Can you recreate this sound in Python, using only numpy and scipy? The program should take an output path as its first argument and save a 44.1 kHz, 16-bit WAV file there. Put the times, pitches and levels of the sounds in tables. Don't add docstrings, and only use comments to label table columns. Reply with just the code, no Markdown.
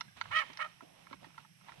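import sys
import numpy as np
from scipy import signal
from scipy.fft import rfft, irfft, next_fast_len
from scipy.io import wavfile
from scipy.ndimage import uniform_filter1d

SR = 44100
rng = np.random.default_rng(int(sys.argv[2]) if len(sys.argv) > 2 else 0)


def inscribe(sig):
    pcm = np.round(np.clip(np.atleast_2d(sig).T, -1, 1) * 32767)
    wavfile.write(sys.argv[1], SR, pcm.astype(np.int16))


N = 79380
T = np.arange(N) / SR


def amp(db):
    return 10 ** (np.asarray(db) / 20)


def unit(x):
    return x / np.sqrt(np.mean(x ** 2) + 1e-20)


def decay(t, t60_s):
    return np.exp(-np.log(1000) * t / t60_s)


def read(points, hz):
    f, value = np.transpose(points)
    return np.interp(np.log(hz + 1), np.log(f + 1), value)


def add(mix, start_s, sound):
    part = mix[max(round(start_s * SR), 0):][:len(sound)]
    part += sound[:len(part)]


def shape(x, gain):
    size = next_fast_len(2 * x.shape[-1])
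    return irfft(rfft(x, size) * gain(np.fft.rfftfreq(size, 1 / SR)), size)[..., :x.shape[-1]]


def colour(x, points):
    return shape(x, lambda hz: amp(read(points, hz)))


def low_cut(x, hz):
    return signal.sosfilt(signal.butter(3, hz, "high", fs=SR, output="sos"), x)


def wobble(rate_hz):
    return unit(shape(rng.standard_normal(N), lambda hz: np.exp(-(hz / rate_hz) ** 2)))


def resonate(x, hz, width_hz):
    turn = np.exp(2j * np.pi * np.cumsum(hz) / SR)
    pole = np.exp(-np.pi * width_hz / SR)
    return 2 * (turn * signal.lfilter([1 - pole], [1, -pole], x / turn)).real


def ring(modes, t, t60_ratio, pitch_ratio, spot_spread=.025):
    hz, db, t60_s = np.transpose(modes)[:, :, None]
    hz = hz * pitch_ratio * (1 + spot_spread * rng.standard_normal(hz.shape))
    envelopes = amp(db) * decay(t, t60_s * t60_ratio)
    return (envelopes * np.sin(2 * np.pi * (hz * t + rng.random(hz.shape)))).sum(0)


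# (frequency [Hz], coherence [0-1])
COHERENCE = [(60, 0.34), (150, 0.96), (400, 0.85), (1200, 0.27), (3000, 0.2), (9000, 0.13)]
def spread(a, b):
    alike = lambda hz: np.clip(read(COHERENCE, hz), 0, 1)
    left = shape(a, alike) + shape(b, lambda hz: np.sqrt(1 - alike(hz) ** 2))
    return np.array([left, a])


def diffuse(spectrum, db):
    return amp(db) * unit(colour(spread(*rng.standard_normal((2, N))), spectrum))


def level_db(points):
    return np.interp(T, *np.transpose(points))


# (frequency [Hz], gain [dB])
HUM_SPECTRUM = [(20, -65), (40, -78), (62, -19), (85, -12), (122, 4.5), (175, 8), (230, -9), (400, -18.5),
                (900, -47.5)]
RUMBLE_SPECTRUM = [(20, -41), (40, -16), (65, -1), (100, 6.5), (200, -3), (600, -55)]
AIR_SPECTRUM = [(200, -16.5), (500, -13.5), (900, -11.5), (1600, 6.5), (2600, 11), (4500, -1.5), (5600, 9),
                (7000, -9.5), (8500, 2.5), (10000, -11.5), (11300, 4), (12200, -15)]
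# (time [s], level [dB])
HUM_ENVELOPE = [(0, -62.5), (0.088, -54), (.135, -92), (.25, -68), (0.349, -63.5), (.6, -67), (0.782, -66),
                (1.0, -68), (1.13, -62.5), (1.32, -65.5), (1.451, -63), (1.66, -66.5), (1.8, -65)]
RUMBLE_ENVELOPE = [(0, -79), (.3, -58), (.45, -77), (1.05, -77), (1.13, -63.5), (1.27, -69), (1.35, -92),
                   (1.7, -75), (1.8, -59.5)]
def background():
    hum = diffuse(HUM_SPECTRUM, level_db(HUM_ENVELOPE))
    rumble = diffuse(RUMBLE_SPECTRUM, level_db(RUMBLE_ENVELOPE))
    return hum + rumble + diffuse(AIR_SPECTRUM, db=-65)


# (time [s], level [dB])
SCRATCH_ENVELOPE = [(0, -54), (.06, -65.5), (.15, -70), (.172, -52), (.23, -56), (.3, -54), (.46, -54),
                    (.56, -58), (.7, -59.5), (.79, -66.5), (.84, -63), (.93, -68.5), (.99, -60.5),
                    (1.09, -65.5), (1.12, -55.5), (1.18, -69.5), (1.25, -57.5), (1.33, -66.5), (1.4, -58.5),
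                    (1.52, -80.5), (1.59, -71), (1.68, -56.5), (1.8, -59.5)]
# (frequency [Hz], gain [dB])
GRIT_SPECTRUM = [(100, -5.5), (300, -4), (480, -5), (900, 0.5), (1300, -1.5), (1900, -4.5), (2600, 0),
                 (3800, -5), (5500, -18), (7000, -19.5), (12000, -41)]
def scratching(grains_per_s=700, spread_db=2.5, grain_t60_s=.012, wash=1):
    sizes = amp(spread_db * np.minimum(rng.exponential(1, N), 4))
    ticks = sizes * (rng.random(N) < grains_per_s / SR)
    power = signal.lfilter([1], [1, -decay(1 / SR, grain_t60_s) ** 2], ticks ** 2)
    grains = (unit(np.sqrt(power)) + wash) * rng.standard_normal((2, N))
    return unit(colour(spread(*grains), GRIT_SPECTRUM)) * amp(level_db(SCRATCH_ENVELOPE))


# (time [s], gain [dB], pitch [ratio], brightest frequency [Hz], t60 [ratio])
BEAK_STRIKES = [(.0082, -21, 0.97, 3640, 0.78), (0.1665, -43, 1.05, 3120, 0.78),
                (.2116, -18.5, 1, 2700, .68), (.2548, -35, 0.8, 780, 0.77), (.2845, -68, 1.6, 1290, 0.45),
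                (.4995, -40, 1.06, 1600, 0.67), (.5315, -40, 0.92, 4560, 1.1),
                (0.5719, -28.5, 1.02, 6300, 0.85), (0.8063, -42, 1, 800, 1.06),
                (1.0680, -42.5, 1.105, 1250, 0.7), (1.109, -45.5, 0.73, 1300, 0.68),
                (1.1275, -38, 0.99, 1870, 1.18), (1.13, -37.5, 1.093, 1180, 1.3),
                (1.2435, -42, 0.9, 1500, 1.47), (1.3025, -52.5, 0.96, 1600, 0.59),
                (1.3435, -55, 0.8, 1500, 0.75), (1.3785, -39.5, .98, 1570, 1.26),
                (1.4475, -49, 0.87, 950, 1.37), (1.6105, -53, 1.07, 1100, 1.1),
                (1.6835, -41.5, 0.821, 1100, 1.5), (1.6915, -37, 0.97, 1210, 1.23),
                (1.7195, -34, 0.93, 1570, 0.32)]
# (base frequency [Hz], gain [dB], base t60 [s])
BAMBOO_MODES = [(790, -11, .022), (950, -2, .027), (1090, -9, .02), (1460, -4, .019), (1780, -11, .014),
                (2040, -1, .018), (2400, -11, .014), (2950, -10, .016), (3680, -10, .016),
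                (4360, -12, .015), (5400, -12, .015)]
# (frequency [Hz], gain [dB])
CLICK_SPECTRUM = [(400, -9), (900, 19.5), (1500, 22), (2500, -10.5), (4000, 5.5), (6000, 6.5),
                  (7500, -18.5), (9000, -7), (12000, -33)]
def peck(db, pitch_ratio, bright_hz, t60_ratio):
    click_db, base_t60_s, rise_s, octave_loss_db = -4, .019, .0006, 2.8
    t = np.arange(SR // 12) / SR
    click = unit(colour(rng.standard_normal(len(t)), CLICK_SPECTRUM)) * decay(t, base_t60_s * t60_ratio)
    bamboo = ring(BAMBOO_MODES, t, t60_ratio, pitch_ratio)
    knock = np.minimum(t / rise_s, 1) * (bamboo + amp(click_db) * click)
    knock = shape(knock, lambda hz: amp(-octave_loss_db * np.log2((hz + 1) / bright_hz) ** 2))
    return amp(db) * low_cut(knock, hz=740)


# (time [s], pitch [Hz], level [dB])
PEEP_CONTOUR = [(.076, 1700, -72), (.086, 1610, -56), (.097, 1520, -67), (.135, 1600, -68),
                (.16, 1520, -76)]
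def peep():
    times_s, pitch_hz, db = np.transpose(PEEP_CONTOUR)
    t = np.arange(times_s[0], times_s[-1], 1 / SR)
    cycles = np.cumsum(np.interp(t, times_s, pitch_hz)) / SR
    return times_s[0], amp(np.interp(t, times_s, db)) * np.sqrt(2) * np.sin(2 * np.pi * cycles)


# (frequency [Hz], nominal width [Hz], gain [dB])
THROAT_FORMANTS = [(683, 52, -12), (815, 121, -10), (1300, 133, 3), (1905, 176, 5), (2227, 180, 1),
                   (3018, 138, 0), (3410, 200, -11.5), (4310, 83, -22.5), (5130, 130, -24),
                   (6430, 170, -60), (8060, 600, -55)]
def throat(drive, pitch_hz, effort_db):
    open_hz, loud_db, tilt_per_octave, cut_hz = 620, -27.5, .93, 567
    opening = (pitch_hz / open_hz) ** .3
    voice = 0
    for hz, width_hz, gain_db in THROAT_FORMANTS:
        tilt_db = tilt_per_octave * (effort_db - loud_db) * np.log2(hz / open_hz)
        first_pass = resonate(drive, hz * opening, 2 * width_hz)
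        voice += amp(gain_db + tilt_db) * resonate(first_pass, hz * opening, 2 * width_hz)
    return low_cut(low_cut(voice, cut_hz), cut_hz)


# (time [s], pitch [Hz], level [dB], roughness [0-1])
SQUAWK_CONTOURS = [
    [(.305, 419.5, -52, 0.15), (.316, 515, -36.5, 0.24), (.326, 610.4, -34.5, 0.46),
     (.334, 577.7, -32.5, 0.23), (.343, 608.6, -31.5, 0.22), (.357, 627.1, -26, 0.29),
     (.370, 626.6, -23, 0.33), (.381, 613.4, -26.5, 0.33), (.389, 646.9, -24.5, 0.6),
     (.401, 601.3, -30, 0.31), (.420, 590, -34, 0.54), (.440, 501, -49.5, 0.1), (.450, 470, -62, 0)],
    [(.581, 387.7, -63, 0.47), (.592, 495.2, -39.5, 0.28), (.606, 593.5, -34, 0.34),
     (.619, 603.2, -32, 0.49), (.628, 610.7, -33, 0.25), (.637, 605, -43, 0.42), (.645, 626.6, -36.5, 0.37),
     (.662, 566, -43, 0.79), (.673, 500, -55, 0.8)],
]
def squawk(contour, jitter=.088, shimmer=.68, wobble_hz=282, subharmonic=.4, rasp=1.62):
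    times_s, *columns = np.transpose(contour)
    t = np.arange(times_s[0], times_s[-1], 1 / SR)
    size = len(t)
    pitch_hz, db, rough = (np.interp(t, times_s, column) for column in columns)
    cycles = np.cumsum(pitch_hz * (1 + jitter * rough * wobble(wobble_hz)[:size])) / SR
    pulses = unit(sum(np.cos(2 * np.pi * k * cycles) for k in range(1, 20)))
    pulses *= 1 + rough * (shimmer * wobble(wobble_hz)[:size] + subharmonic * np.cos(np.pi * cycles))
    puffs = unit((2 + np.cos(2 * np.pi * cycles)) * rng.standard_normal(N)[:size])
    voice = throat((1 - rough) * pulses + rasp * rough * puffs, pitch_hz, db)
    running_rms = np.sqrt(abs(uniform_filter1d(voice ** 2, size=400)) + 1e-12)
    return times_s[0], voice / running_rms * amp(db)


# (time [s], gain [dB])
FOOTFALLS = [(0.4979, -44.5), (0.8238, -43.5), (0.984, -57), (1.1113, -41), (1.136, -45.5), (1.266, -50),
             (1.713, -61)]
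# (base frequency [Hz], gain [dB], base t60 [s])
EARTH_MODES = [(157, -7, 0.021), (287, -0.5, 0.046), (351, -9, 0.093), (450, -6.5, 0.05),
               (612, -9.5, 0.052)]
def step(db, rise_s=.0018):
    t = np.arange(SR // 10) / SR
    thump = np.minimum(t / rise_s, 1) * ring(EARTH_MODES, t, t60_ratio=.98, pitch_ratio=.935)
    return amp(db) * low_cut(thump, hz=136)


# (time [s], level [dB])
SCUFF_ENVELOPE = [(0, -76), (.78, -84), (0.828, -60), (.92, -64.5), (1.0, -63.5), (1.07, -66.5),
                  (1.14, -80), (1.18, -87), (1.23, -55.5), (1.31, -74.5), (1.55, -83), (1.8, -60.5)]
# (frequency [Hz], gain [dB])
SOIL_SPECTRUM = [(100, -28), (280, 4), (420, -4), (570, 3.5), (750, 3), (1000, -5), (2000, -53.5)]
def scuffing():
    return diffuse(SOIL_SPECTRUM, level_db(SCUFF_ENVELOPE))


# (frequency [Hz], t60 [s])
YARD_DECAY = [(200, 0.71), (1000, 0.15), (3000, 0.72), (8000, 0.71)]
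def yard(x, early_db=-5.5, early_t60_s=.029, tail_db=-15.5):
    t = T[:SR // 2]
    hz, frames_s, bands = signal.stft(rng.standard_normal((2, len(t))), SR, nperseg=256)
    bands *= decay(frames_s, read(YARD_DECAY, hz)[:, None])
    tail = signal.istft(bands, SR, nperseg=256)[1][:, :len(t)]
    early = rng.standard_normal(tail.shape) * (t > .002) * decay(t, early_t60_s)
    echo = sum(amp(db) * part / np.linalg.norm(part, axis=1, keepdims=True)
               for db, part in [(early_db, early), (tail_db, tail)])
    return x + signal.fftconvolve(x[None], echo, axes=1)[:, :N]


def scene():
    birds = np.zeros(N)
    for start_s, *strike in BEAK_STRIKES:
        add(birds, start_s, peck(*strike))
    add(birds, *peep())
    for contour in SQUAWK_CONTOURS:
        add(birds, *squawk(contour))
    for start_s, db in FOOTFALLS:
        add(birds, start_s, step(db))
    return background() + scratching() + yard(birds) + scuffing()


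# (frequency [Hz], gain [dB])
LEFT_RESPONSE = [(60, -6), (180, -5.5), (350, -8), (620, -6), (1150, -6), (2000, -11), (3600, -12),
                 (6450, -4), (11600, 0.5)]
def record(dry, right_lag_s=.00098, edge_hz=12200):
    left = colour(dry[0], LEFT_RESPONSE)
    right = shape(dry[1], lambda hz: np.exp(-2j * np.pi * hz * right_lag_s))
    low_pass = signal.firwin(511, edge_hz, window=("kaiser", 9), fs=SR)
    return signal.oaconvolve(np.array([left, right]), low_pass[None], "same")


dry = scene()
out = record(dry)
inscribe(out)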